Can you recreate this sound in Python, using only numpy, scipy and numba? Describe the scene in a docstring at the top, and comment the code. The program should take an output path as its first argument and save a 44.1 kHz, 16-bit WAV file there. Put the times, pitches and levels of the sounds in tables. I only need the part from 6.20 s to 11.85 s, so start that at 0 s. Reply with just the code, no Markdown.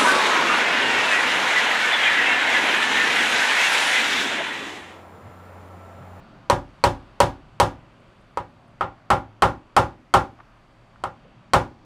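"""A small, dry workshop, where a small brass hammer taps fret wire into a guitar neck on a padded bench.
Each blow is a noisy tick on the wire, a knock of decaying sine modes in neck and bench, and room echoes of
filtered noise. Between blows come soft bumps and scuffs, made of short noise bands. Behind it all lie
a faint hiss and rumble of shaped noise and a fan's hum of two wavering sines."""
import sys
import numpy as np
from scipy import signal
from scipy.fft import rfft, irfft, next_fast_len
from scipy.io import wavfile
from scipy.ndimage import uniform_filter1d
from numba import njit

SR = 44100
rng = np.random.default_rng(int(sys.argv[2]) if len(sys.argv) > 2 else 0)


def unload_wav(signal):
    """Save mono or channel-first audio to the path in sys.argv[1] as 16-bit WAV at rate SR, clipped to [-1, 1]."""
    wavfile.write(
        sys.argv[1],
        SR,
        np.round(np.clip(np.atleast_2d(signal).T, -1, 1) * 32767).astype(np.int16),
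    )


N = 249161  # length in samples

# Colour of the background air. Each row: frequency in Hz, relative spectral level in dB.
AIR_SPECTRUM = [(12, -36.5), (20, -5), (48, -7), (79, -14.5), (113, -9.5), (138, -7), (410, -16),
                (472, -24), (542, -14), (825, -17.5), (1190, -17), (1860, -25.5), (2320, -27), (8410, -48),
                (16000, -63)]
# Broad resonances of the hiss. Each row: centre in Hz, spread to either side in Hz, boost in dB.
AIR_RESONANCES = [(2635, 140, 0.5), (3150, 720, 2), (4580, 210, 5.5)]
# Partials of the fan's hum. Each row: mean frequency in Hz, relative level in dB.
FAN_PARTIALS = [(113., -2.5), (226., -10)]
# Hammer or finger brushing the neck. Each row: start in seconds, level in dB, centre in Hz,
# filter width in Hz, length in seconds (a quarter of the 60 dB decay).
BRUSHES = [(1.8, -70, 8450, 4000, 0.011), (2.01, -69, 9000, 2520, 0.011),
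           (2.478, -67.5, 9500, 2500, 0.0087), (4.187, -38.5, 1000, 800, 0.0095),
           (4.2, -36, 1080, 900, 0.011), (4.37, -66.5, 8700, 1500, .006), (4.758, -39, 1180, 800, 0.0061),
           (5.038, -45, 533, 249.3, 0.046)]
# Hammer blows. Each row: start in seconds, level in dB, hardness of the tick in dB,
# spot across the neck from 0 (near edge) to 1 (far edge).
HAMMER_BLOWS = [(0.2992, -2.5, -13.5, 0.093), (0.639, -1, -12.5, 0.059), (1.003, -0.5, -12, 0.1),
                (1.4, -0.5, -12, 0.3), (2.173, -16, -17.5, 0.32), (2.609, -11, -31.5, 0.99),
                (2.903, -0.97, -20.5, 0.9), (3.222, 0.56, -19.5, 0.82), (3.5654, 1.4, -18, 0.77),
                (3.939, 1.14, -17.5, 0.97), (4.8383, -15.5, -16, 0.85), (5.335, 1.5, -17.5, 0.58)]
# Modes of neck and bench. Each row: nominal frequency in Hz, relative level in dB when struck at the near edge,
# relative level in dB when struck at the far edge, 60 dB decay in seconds.
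NECK_MODES = [(44.3, -15.5, -26.5, 0.57), (74.9, -15.5, -21.5, 0.43), (104.4, -6, -1.5, 0.31),
              (129.6, -16, -11, 0.39), (168.3, -10.5, -3, 0.25), (278.2, -11, -22.5, 0.4),
              (350.4, -8, -17.5, 0.3), (377.7, -6.5, -5, 0.24), (500, -15, -22, 0.37),
              (546.3, -5, -0.5, 0.2), (573.4, 3.5, -12.5, 0.2), (599, 9.5, 3.5, 0.027),
              (635, -12, -5.5, 0.097), (765, -3, -10, 0.27), (784, -20, -1, 0.28), (817, 7.5, 7.5, 0.017),
              (835.3, -3.5, -0.5, 0.25), (849, -8, -1.5, 0.075), (968, 11.5, 8.5, 0.021),
              (965, 3.5, -4, 0.18), (1066, 1, 3, 0.13), (1087, -23.5, -2.5, 0.21),
              (1206.5, -7.5, -2.5, 0.21), (1247, -8, 9.5, 0.068), (1303.6, -4, 10, 0.074),
              (1362.5, -18, 2, .18), (1401, -10.5, -0.5, 0.19), (1470, -20.5, -18, 0.31),
              (1650, -14, -19.5, 0.25), (1906, -6, -21, 0.091)]
# Resonances of brass on wire. 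Each row: centre in Hz, filter width in Hz, relative level in dB.
WIRE_RESONANCES = [(1878, 1300, -1.5), (2479, 850, 11), (3100, 490, 12.5), (4130, 1400, 10.5),
                   (5690, 1080, 3), (7040, 2900, 0), (11600, 4600, -19)]
# First echoes of thud and tick. Each row: delay in seconds from the near edge,
# delay in seconds from the far edge, level in dB.
FIRST_ECHOES = [(.0021, .003, -5.5), (.0062, .0085, -33.5), (0.015, .017, -16)]
# The room's wash of echoes. Each row: band centre in Hz, relative level in dB, 60 dB decay in seconds.
ROOM_BANDS = [(65.6, -24.5, 0.32), (131.5, -24, 0.3), (273.6, -23.5, 0.39), (555.3, -16.5, 0.26),
              (835, -12.5, 0.22), (1316, -20, 0.16), (1960, -27, 0.11), (2695, -30, 0.098),
              (4390, -35.5, 0.13), (6770, -35.5, 0.081), (10020, -47, 0.074), (13920, -52, 0.078)]

AIR_START_DB, AIR_END_DB, AIR_SETTLE_S = -23.5, -29, 1.8  # the hiss sinks and settles
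RUMBLE_SWELL_DB = 2
FAN_DB, FAN_SWELL_DB = -59.5, 2
BENCH_NEAR_DB, BENCH_FAR_DB = 5, -6  # the bench thumps most when the near edge is struck
THUD_NEAR_DB, THUD_FAR_DB, THUD_PER_DB = 2, -2, -0.6  # more thud at the near edge and in a light blow
ROOM_DB, ROOM_PER_DB = 1, 0.1  # a light blow sounds drier
SHARED_WASH = 0.9  # part of the echo noise that repeats from blow to blow
DEAD_T60_S = 0.07  # modes that die faster than this make the thud
TOP_HZ = 16200  # upper edge of the sound


def undb(db):
    """Decibels to gain."""
    return 10 ** (np.asarray(db) / 20)


def band(x, hz, width):
    """Resonant band-pass, gain 1 at the centre."""
    return signal.lfilter(*signal.iirpeak(min(hz, SR / 2.2), hz / width, fs=SR), x)


def unit(x):
    """Scales to rms 1."""
    return x / np.sqrt(np.mean(x ** 2))


def fade(t, t60, rise):
    """Swells over rise seconds and dies by 60 dB in t60."""
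    return (1 - np.exp(-t / rise)) * np.exp(-np.log(1000) * t / t60)


def add(out, x, s):
    """Mixes x into out from time s."""
    i = int(s * SR)
    out[i:i + len(x)] += x[:N - i]


def walk(rate):
    """Random drift: levels held 1 / rate seconds and slewed twice."""
    k = int(SR / rate)
    steps = np.repeat(rng.standard_normal(N // k + 1), k)
    return uniform_filter1d(uniform_filter1d(steps, k), k)[:N]


def air():
    """Hiss and rumble: shaped noise in crossfaded half-octave bands that each flicker a little."""
    size = next_fast_len(N)
    t = np.arange(N) / SR
    f = np.arange(size // 2 + 1) * SR / size + 1  # 1 Hz up, to keep the logarithm finite
    hz, db = np.transpose(AIR_SPECTRUM)
    colour_db = np.interp(np.log(f), np.log(hz), db)
    for centre, spread, boost_db in AIR_RESONANCES:
        colour_db = colour_db + boost_db * np.exp(-((f - centre) / spread) ** 2)
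    noise = rfft(rng.standard_normal(size)) * undb(colour_db)
    rumble_db = RUMBLE_SWELL_DB * walk(1.5)
    out = 0
    for octave in np.arange(4, 14.5, .5):
        share = np.clip(1 - 2 * abs(np.log2(f) - octave), 0, 1)
        swell_db = rumble_db / (1 + (2 ** octave / 450) ** 2)  # the lows swell together
        flicker_db = 1.9 * walk(4.035)
        out = out + undb(flicker_db + swell_db) * irfft(noise * share, size)[:N]
    level_db = AIR_END_DB + (AIR_START_DB - AIR_END_DB) * np.exp(-t / AIR_SETTLE_S)
    return out * undb(level_db)


def fan():
    """The fan's hum: sines whose pitch and level waver at random."""
    hum = 0
    for hz, db in FAN_PARTIALS:
        level = np.sqrt(2) * undb(db + 4 * walk(9))
        phase = 2 * np.pi * np.cumsum(hz + 3 * walk(6)) / SR
        hum = hum + level * np.sin(phase)
    return hum * undb(FAN_DB + FAN_SWELL_DB * walk(2.7))


def touches():
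    """Soft bumps on the wood and faint scuffs of skin and sleeve, as short swells of band-passed noise."""
    out, t = np.zeros(N), np.arange(SR // 4) / SR
    for s, db, hz, width, length in BRUSHES:
        grain = band(rng.standard_normal(len(t)), hz, width)
        grain = unit(band(grain, hz, width))
        swell = fade(t, 4 * length, 0.18 * length) * grain
        add(out, undb(db) * band(swell, hz, 2 * width), s)
    return out


def wash(t, noise):
    """Dense room echoes, each band with its own decay; the lows build up last."""
    out = 0
    for hz, db, t60 in ROOM_BANDS:
        width = 0.59 * hz
        grain = unit(band(band(noise, hz, width), hz, width))
        out = out + undb(db) * fade(t, t60, 0.00063 + 0.5 / hz) * grain
    return out


def early(x, spot):
    """The first echoes, from bench top, guitar body and wall, timed by the spot struck."""
    out = np.zeros(len(x))
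    for near_s, far_s, db in FIRST_ECHOES:
        add(out, undb(db) * x[:len(x) // 2], near_s + spot * (far_s - near_s))
    return out


def knock(t, spot, bench_db, wobble):
    """Modes of neck and bench, one row each: the spot sets their balance, long or low ringing builds up slowly."""
    hz, near_db, far_db, t60 = np.transpose(NECK_MODES)[:, :, None]
    db = near_db + spot * (far_db - near_db)
    db = db + 0.9 * wobble[:, :1]  # no two blows excite the modes alike
    db = db + bench_db / (1 + (hz / 250) ** 4)  # the bench acts on the lows
    rise = 0.022 * t60 + (7.7 / hz) ** 2
    hz = hz * (1 + .003 * wobble[:, 1:])
    return undb(db) * fade(t, t60, rise) * np.sin(2 * np.pi * hz * t)


def tick(t, tick_db):
    """An instant contact and a short rattle of the wire; a softer contact loses the treble first."""
    rattle = rng.standard_normal(len(t)) * np.exp(-t / 0.0026) * undb(-4.5)
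    rattle[0] += 2  # the contact itself
    out = 0
    for hz, width, db in WIRE_RESONANCES:
        hardness_db = (tick_db + 19.0) * min(hz / 4500, 1)
        ring = band(band(rattle, hz, width), hz, 2 * width)
        out = out + undb(db - 23.5 + hardness_db) * ring
    return out


def hammer():
    """Blows of tick, thud, ring and echoes; the walls stay put, so most of the wash repeats."""
    out, t = np.zeros(N), np.arange(SR * 2 // 5) / SR
    walls = rng.standard_normal(len(t))
    dead = np.transpose(NECK_MODES)[3] < DEAD_T60_S
    for s, db, tick_db, spot in HAMMER_BLOWS:
        bench_db = BENCH_NEAR_DB + spot * (BENCH_FAR_DB - BENCH_NEAR_DB)
        thud_db = THUD_NEAR_DB + spot * (THUD_FAR_DB - THUD_NEAR_DB) + THUD_PER_DB * db
        fresh = rng.standard_normal(len(t))
        echoes = wash(t, SHARED_WASH * walls + np.sqrt(1 - SHARED_WASH ** 2) * fresh)
        # a harder contact and a heavier blow brighten the echoes
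        bright = signal.lfilter(*signal.butter(2, 3300, "high", fs=SR), echoes)
        bright_db = 0.71 * (tick_db + 24) + 0.31 * db
        echoes = echoes + (undb(bright_db) - 1) * bright
        modes = undb(-15) * knock(t, spot, bench_db, rng.standard_normal((len(NECK_MODES), 2)))
        # the heavily damped modes make the first thud, the others ring on
        thud = undb(thud_db) * modes[dead].sum(axis=0)
        ring = modes[~dead].sum(axis=0)
        click = undb(11.5) * tick(t, tick_db)
        # the padded bench returns the thud better than the tick
        attack = thud + click + early(thud + undb(-26.5) * click, spot)
        room = undb(ROOM_DB + ROOM_PER_DB * db) * echoes
        add(out, undb(db) * (attack + ring + room), s)
    return out


def scene():
    """Background, touches and hammer at one microphone."""
    return (air() + fan() + touches() + hammer())[None]


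@njit
def limit(x, top, slope, attack, release):
    """Gain control: follows the peaks fast, lets go slowly."""
    y, e = np.empty(len(x)), 0.
    for i in range(len(x)):
        e += (abs(x[i]) - e) * (attack if abs(x[i]) > e else release)
        y[i] = x[i] * (top / max(e, top)) ** slope
    return y


def record(dry):
    """A limiter holds down hard blows, so their echoes seem longer; the capsule dulls the top."""
    attack_s, release_s = 0.007, 0.036
    held = limit(dry[0], undb(-6.5), .45, 1 / (attack_s * SR), 1 / (release_s * SR))
    ceiling = 1.25
    rounded = ceiling * np.tanh(held / ceiling)  # soft clipping
    dulled = signal.lfilter(*signal.butter(2, 14500, fs=SR), rounded)
    steep = signal.ellip(12, .2, 95, TOP_HZ, fs=SR, output="sos")
    return signal.sosfilt(steep, dulled)[None]


dry = scene()
out = record(dry)
unload_wav(out)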